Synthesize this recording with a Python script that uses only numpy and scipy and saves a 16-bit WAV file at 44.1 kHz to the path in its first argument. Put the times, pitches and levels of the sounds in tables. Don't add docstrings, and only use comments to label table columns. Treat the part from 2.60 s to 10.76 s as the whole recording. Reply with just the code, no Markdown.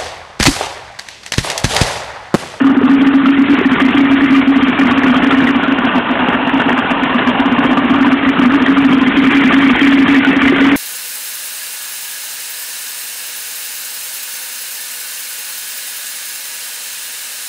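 import sys
import numpy as np
from scipy import signal
from scipy.io import wavfile

SR = 44100
rng = np.random.default_rng(int(sys.argv[2]) if len(sys.argv) > 2 else 0)


def level_to_linear(level):
    exponent = np.asarray(level, float) / 20
    return 10 ** exponent


def pcm_store(signal):
    levels = np.round(np.clip(np.atleast_2d(signal), -1, 1) * 32767)
    wavfile.write(sys.argv[1], SR, levels.astype(np.int16).T)


N = 359856


def rms_one(x):
    return x / np.sqrt(np.mean(x ** 2) + 1e-20)


def drift(rate_hz):
    r = np.exp(-80 * np.pi * rate_hz / SR)
    slow = signal.lfilter([1], [1, -2 * r, r * r], rng.standard_normal(N // 40 + 2002))[2000:]
    return np.interp(np.arange(N) / 40, np.arange(len(slow)), rms_one(slow))


def ring(clicks, hz, t60_s):
    r, w = level_to_linear(-60 / (t60_s * SR)), 2 * np.pi * hz / SR
    return signal.lfilter([0, np.sin(w)], [1, -2 * r * np.cos(w), r * r], clicks + 1e-18)


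# t/s, exhaust reach/dB, clatter level/dB, brightness/dB, hood resonance f/Hz
LISTENER = [(0, -2.5, -20.5, -10, 1250), (.6, -2.5, -22.5, 0, 1317), (1.3, -2.5, -19.5, 1.5, 1386),
            (1.9, -3, -21, 1, 1299), (2.5, -4.5, -19, -1, 1388), (3, -6.5, -20, -3, 1470),
            (3.45, -9, -19.5, -4, 1274), (3.9, -10, -20.5, -5.5, 1338), (4.6, -8.5, -19, -3, 1160),
            (5.2, -5.5, -18.5, -5.5, 1157), (5.6, -3, -19, -1.5, 1231), (6.3, -2.5, -19, -1, 1333),
            (6.7, -1.5, -19.5, 5, 1290), (7.4, -1.5, -18.5, 5, 1654), (7.8, -3, -19.5, 4, 1657),
            (8.16, -1, -15.5, 3, 1600)]


def listener_at(t_s):
    table_s, *columns = np.transpose(LISTENER)
    return [np.interp(t_s, table_s, column) for column in columns]


# t/s, rate/(strokes/s)
CRANK_SPEED = [(0.0, 48.09), (0.48, 45.93), (0.96, 46.63), (1.44, 47.91), (1.92, 46.52), (2.4, 49.14),
               (2.88, 48.74), (3.36, 45.14), (3.84, 48.07), (4.32, 47.92), (4.8, 46.83), (5.28, 48.18),
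               (5.76, 48.86), (6.24, 48.5), (6.72, 46.77), (7.2, 48.32), (7.68, 48.02), (8.16, 47.1)]


def strokes_done():
    rate = np.interp(np.arange(N) / SR, *np.transpose(CRANK_SPEED))
    return -0.14 + np.cumsum(rate) / SR


def stroke_gate(depth_db, uneven):
    return level_to_linear(depth_db * (np.cos(2 * np.pi * strokes_done()) + uneven * drift(15)))


def share_db(hz, shares):
    low, bright, top = shares
    if hz < 900:
        return low
    if hz < 1950:
        return 0
    return bright if hz < 2500 else top


# f/Hz, density/(dB per Hz)
FAN_SPECTRUM = [(25, -21), (146, -20.5), (191, -13), (255, -9), (333, -15), (444, -20.5), (876, -17),
                (1170, -27), (1730, -20), (2400, -16), (2800, -20), (3400, -24.5)]


def fan_rush(shares, rumble_db, patchy_db):
    out, white = 0, rng.standard_normal((2, N))
    edges = 22 * 2 ** np.arange(0, 7.7, 1 / 3)
    hz_points, db_points = np.transpose(FAN_SPECTRUM)
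    for k, (low, high) in enumerate(zip(edges, edges[1:])):
        sos = signal.butter(2, [low, high], "band", fs=SR, output="sos")
        band = signal.sosfilt(sos, white[k % 2])
        hz = np.sqrt(low * high)
        level_db = np.interp(np.log(hz), np.log(hz_points), db_points) + patchy_db * drift(38)
        heard_db = share_db(hz, shares) if hz > 400 else rumble_db
        out = out + band * level_to_linear(level_db + heard_db)
    return rms_one(out)


# f/Hz, level/dB, t60/s
METAL_MODES = [(683.3, -3, 0.06), (1000, -9, 0.035), (1181.7, -1.5, 0.088), (1470, -2, 0.062),
               (1744, 7.5, 0.013), (1821, -1, 0.048), (2066, 3, 0.057), (2967, -6.5, 0.055),
               (3190, -0.5, 0.08)]
# f/Hz, level/dB, t60/s
CLUTCH_MODES = [(2260, -4, .18), (2355, -3, .14)]


def rattle(shares, per_s):
    modes = [*METAL_MODES, *CLUTCH_MODES]
    sizes = level_to_linear(3.98 * np.minimum(rng.exponential(1, N), 4)) * rng.choice([-1, 1], N)
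    clicks = sizes * (rng.random(N) < per_s / SR)
    struck = rng.integers(0, len(modes), N)
    out = 0
    for k, (hz, db, t60_s) in enumerate(modes):
        out = out + level_to_linear(db + share_db(hz, shares)) * ring(clicks * (struck == k), hz, t60_s)
    return rms_one(out)


def cavity(centre_hz, width_hz):
    white = rng.standard_normal((2, N))
    slow = signal.lfilter([1], [1, -np.exp(-np.pi * width_hz / SR)], white)
    phase = 2 * np.pi * np.cumsum(centre_hz) / SR
    return rms_one(slow[0] * np.cos(phase) + slow[1] * np.sin(phase))


# f/Hz, slide/(Hz per dB reach), width/Hz, level/dB, slope/(dB per dB reach)
DASH_CAVITIES = [(1304, 38, 130, -12.5, -0.78), (2817, 5.5, 200, -18.5, -1.08)]


def dash(reach_db):
    out = 0
    for hz, slide, width_hz, db, slope in DASH_CAVITIES:
        out = out + level_to_linear(db + slope * reach_db) * cavity(hz + slide * reach_db, width_hz)
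    return out


def firing_jolt_db(fired, lift_db, lead_s, length_s):
    marks = np.zeros(N)
    marks[((fired[:, 0] - lead_s) * SR).astype(int).clip(0)] = 1
    return lift_db * signal.lfilter([1], [1, -np.exp(-1 / (length_s * SR))], marks)


def clatter(fired):
    reach_db, level_db, bright_db, hood_hz = listener_at(np.arange(N) / SR)
    # dB at rest, dB per dB reach, dB per dB brightness
    regions = [(-5, -0.44, -0.15), (-5, 0.032, 1.14), (-7.5, -0.11, 0.67)]
    shares = [rest + a * reach_db + b * bright_db for rest, a, b in regions]
    out = level_to_linear(3.5) * fan_rush(shares, 0.43 * reach_db + 3, patchy_db=2.5)
    out = out + level_to_linear(-3) * rattle(shares, per_s=540)
    out = out + level_to_linear(-5.5) * cavity(hood_hz, width_hz=330)
    out = out + dash(reach_db)
    jolt_db = firing_jolt_db(fired, lift_db=2.5, lead_s=0.0092, length_s=0.016)
    return level_to_linear(level_db + jolt_db) * stroke_gate(depth_db=1.2, uneven=1.0) * out


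def knocks(table, t60_s, ring_db, crack_db):
    out, t = np.zeros(N + SR), np.arange(SR // 12) / SR
    chance, cracks = rng.random((len(table), 6)), rng.standard_normal((len(table), len(t)))
    for (s, db, hz), c, crack in zip(table, chance, cracks):
        partials_hz = hz * (1 + 0.1426 * (c[:3, None] - .5))
        tones = np.sin(2 * np.pi * (partials_hz * t + c[3:, None])).sum(axis=0)
        body = level_to_linear(ring_db - 60 * t / t60_s) * tones + level_to_linear(crack_db - 60 * t / .07) * crack
        start = round(s * SR)
        out[start:start + len(t)] += level_to_linear(db) * np.minimum(t / .0025, 1) * body
    return out[:N]


# t/s, peak level/dB, f/Hz
PANEL_THUMPS = [(0.198, -6, 357), (0.213, -3, 403), (1.011, -1.5, 391), (1.022, -29.5, 380),
                (1.379, -19.5, 368), (2.689, -16.5, 379), (3.163, -5, 712), (3.688, -27, 370),
                (4.723, -8.5, 437), (4.917, -3, 716), (6.132, -28, 404), (7.732, -7.5, 465.7),
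                (7.922, 3.5, 367), (8.015, 1, 434)]


def panel_thumps():
    return knocks(PANEL_THUMPS, t60_s=0.054, ring_db=-7.5, crack_db=-25.5)


def piston_slaps():
    done = strokes_done()
    s = np.interp(np.arange(1, int(done[-1])), done, np.arange(N) / SR)
    chance = rng.random((len(s), 3))
    _, clatter_db, _, hood_hz = listener_at(s)
    db = clatter_db + 5.5 + 5 * chance[:, 1]
    hz = hood_hz * (.72 + .7 * chance[:, 2] ** 2)
    return np.transpose([s, db, hz])[chance[:, 0] < .2]


# t/s, peak level/dB, f/Hz
METAL_KNOCKS = [(0.066, -4.5, 1190), (0.656, -2, 1317), (1.202, -12, 1145), (1.576, -10.5, 1570),
                (1.743, -7.5, 1175), (1.919, -8, 1133), (2.309, -2, 1167), (2.542, -3.5, 1210),
                (2.706, -1.5, 1282), (2.869, -2, 1920), (3.035, -3, 1457), (3.589, -7.5, 1606),
                (3.996, -2.5, 1436), (4.394, -7, 972), (4.493, -6, 1050), (4.582, -2.5, 1007),
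                (5.17, -2.5, 1144), (5.339, -8.5, 1116), (5.444, -6, 1010), (5.569, -8.5, 1196),
                (6.061, -0.5, 1935), (6.835, -3.5, 1716), (6.917, -2, 1730), (7.092, -4.5, 2250),
                (7.192, -4, 1975), (7.317, -1.5, 1842), (7.543, 0, 1850), (7.646, 1, 1470),
                (7.878, 1.5, 1937), (7.959, -8.5, 1500)]


def metal_knocks():
    table = np.vstack([METAL_KNOCKS, piston_slaps()])
    return level_to_linear(4.5) * knocks(table, t60_s=0.087, ring_db=-13, crack_db=-8)


# t/s, firings/count, spacing/ms, level/dB
FIRING_RUNS = [(0.047, 8, 123.6, -1.4), (0.069, 2, 38.5, -4.4), (0.235, 6, 80.5, -3.2),
               (0.255, 2, 83.9, -5.0), (0.693, 4, 121.3, -2.4), (0.895, 2, 89.6, -4.6),
               (1.122, 8, 129.3, -1.9), (1.219, 4, 63.5, -2.1), (1.532, 6, 86.2, -2.3),
               (2.09, 2, 130.4, -3.1), (2.192, 8, 62.4, -2.0), (2.666, 6, 57.8, -2.5),
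               (3.081, 2, 38.5, -3.0), (3.244, 8, 125.9, -3.6), (3.512, 3, 85.0, -6.5),
               (3.938, 8, 122.4, -1.0), (3.963, 2, 134.9, -4.8), (4.859, 8, 63.5, -3.4),
               (5.41, 3, 59.0, -1.7), (5.693, 4, 130.4, -3.4), (5.859, 8, 79.4, -3.1),
               (6.187, 3, 60.1, -6.2), (6.373, 8, 99.8, -3.5), (6.648, 5, 98.6, -4.4),
               (7.108, 2, 133.8, -3.4), (7.217, 3, 60.1, -1.5), (7.394, 6, 93.0, -3.0),
               (7.43, 4, 132.7, -5.7), (7.895, 3, 114.5, -3.0), (8.029, 2, 38.5, -4.8)]
# t/s, level/dB, gas blow/ms
LONE_FIRINGS = [(0.014, -3, 20.0), (0.101, -7, 10), (0.466, -2.5, 12.0), (1.727, -1, 23), (2.469, -6.5, 37),
                (2.743, 1, 13), (2.797, -7.5, 8.7), (2.825, 3.5, 5.8), (3.11, -8, 12.0), (3.192, 2.5, 7.8),
                (3.283, 0, 9.7), (3.355, 2, 13), (3.382, -2, 7.1), (3.614, -7.5, 8.4), (3.811, -7, 7.3),
                (4.253, 5, 5.8), (4.319, -4, 6.8), (4.607, 4.5, 6.4), (4.684, -6, 30), (5.432, -4.5, 14),
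                (5.521, -8, 19), (5.634, -6.5, 16), (5.666, -6, 32.0), (5.797, 3, 12.0), (5.852, -6.5, 40),
                (5.92, -3.7, 16), (6.589, -6, 24.0), (6.641, 1, 9), (6.936, -2, 11), (7.507, -8.8, 53)]


def firings():
    rows = [tuple(row) for row in LONE_FIRINGS]
    for s, count, gap_ms, db in FIRING_RUNS:
        rows += [(s + k * gap_ms / 1000, db, 23.4) for k in range(round(count))]
    s, db, blow_ms = np.transpose(sorted(rows))
    reach_db, chance = listener_at(s)[0], rng.standard_normal((len(s), 2))
    hz = 276.3 + 1.78 * reach_db + 8.5 * chance[:, 0]
    return np.transpose([s, db + reach_db + 0.54 * chance[:, 1], hz, blow_ms])


# f/Hz, level/dB, t60/s
SHELL_MODES = [(277.97, 0, 0.57), (247.4, -4, 0.07)]


def booms(fired, lead_s, rise_s, fall_s, overdrive_db):
    blow, pitch_hz, t = np.zeros(N + SR), np.full(N, fired[0, 2]), np.arange(SR // 8) / SR
    for s, db, hz, blow_ms in fired:
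        shape = (1 - np.exp(-(t / rise_s) ** 2)) / (1 + np.exp((t - blow_ms / 1000) / fall_s))
        start = round((s - lead_s) * SR)
        blow[start:start + len(t)] += level_to_linear(db + overdrive_db) * shape
        pitch_hz[start:] = hz
    out = blow[:N] * np.sin(2 * np.pi * np.cumsum(pitch_hz) / SR)
    shell = sum(level_to_linear(db) * 14 / (t60_s * SR) * ring(out, hz, t60_s) for hz, db, t60_s in SHELL_MODES)
    return out + shell


# f/Hz, width/Hz, level/dB
CHAMBER_MODES = [(223, 24, -5), (247, 16, 2), (281, 14, 4), (304, 22, -2.5)]


def chambers(x):
    for hz, width_hz, db in CHAMBER_MODES:
        w, gain = 2 * np.pi * hz / SR, level_to_linear(db / 2)
        a = np.pi * width_hz / SR
        zeros = [1 + a * gain, -2 * np.cos(w), 1 - a * gain]
        poles = [1 + a / gain, -2 * np.cos(w), 1 - a / gain]
        x = signal.lfilter(zeros, poles, x)
    return x


def scene():
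    fired = firings()
    engine = clatter(fired)
    exhaust = booms(fired, lead_s=0.0069, rise_s=0.0062, fall_s=0.0025, overdrive_db=5.5)
    return (chambers(engine + exhaust) + panel_thumps() + metal_knocks())[None]


def limiter(x):
    limit_db, squeeze, attack_s, release_db_per_s = -2.5, 0.76, 0.0019, 261
    look_ahead_samples = 100
    ramp_db = release_db_per_s * np.arange(N) / SR
    over_db = np.maximum(20 * np.log10(np.abs(x) + 1e-9) - limit_db, 0)
    held_db = np.maximum.accumulate(over_db + ramp_db, axis=-1) - ramp_db
    early_db = np.roll(held_db, -look_ahead_samples, axis=-1)
    r = np.exp(-1 / (attack_s * SR))
    return x * level_to_linear(-squeeze * signal.lfilter([1 - r], [1, -r], early_db))


def low_pass(x):
    return signal.sosfilt(signal.butter(12, 15900, fs=SR, output="sos"), x)


def record(dry):
    x = signal.sosfilt(signal.butter(1, 120, "high", fs=SR, output="sos"), dry)
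    x = signal.sosfilt(signal.butter(12, 3550, fs=SR, output="sos"), x)
    x = signal.sosfilt(signal.cheby2(14, 60, 4900, fs=SR, output="sos"), x)
    mix = np.clip(limiter(x), -.715, .715)
    return low_pass(mix)


dry = scene()
out = record(dry)
pcm_store(out)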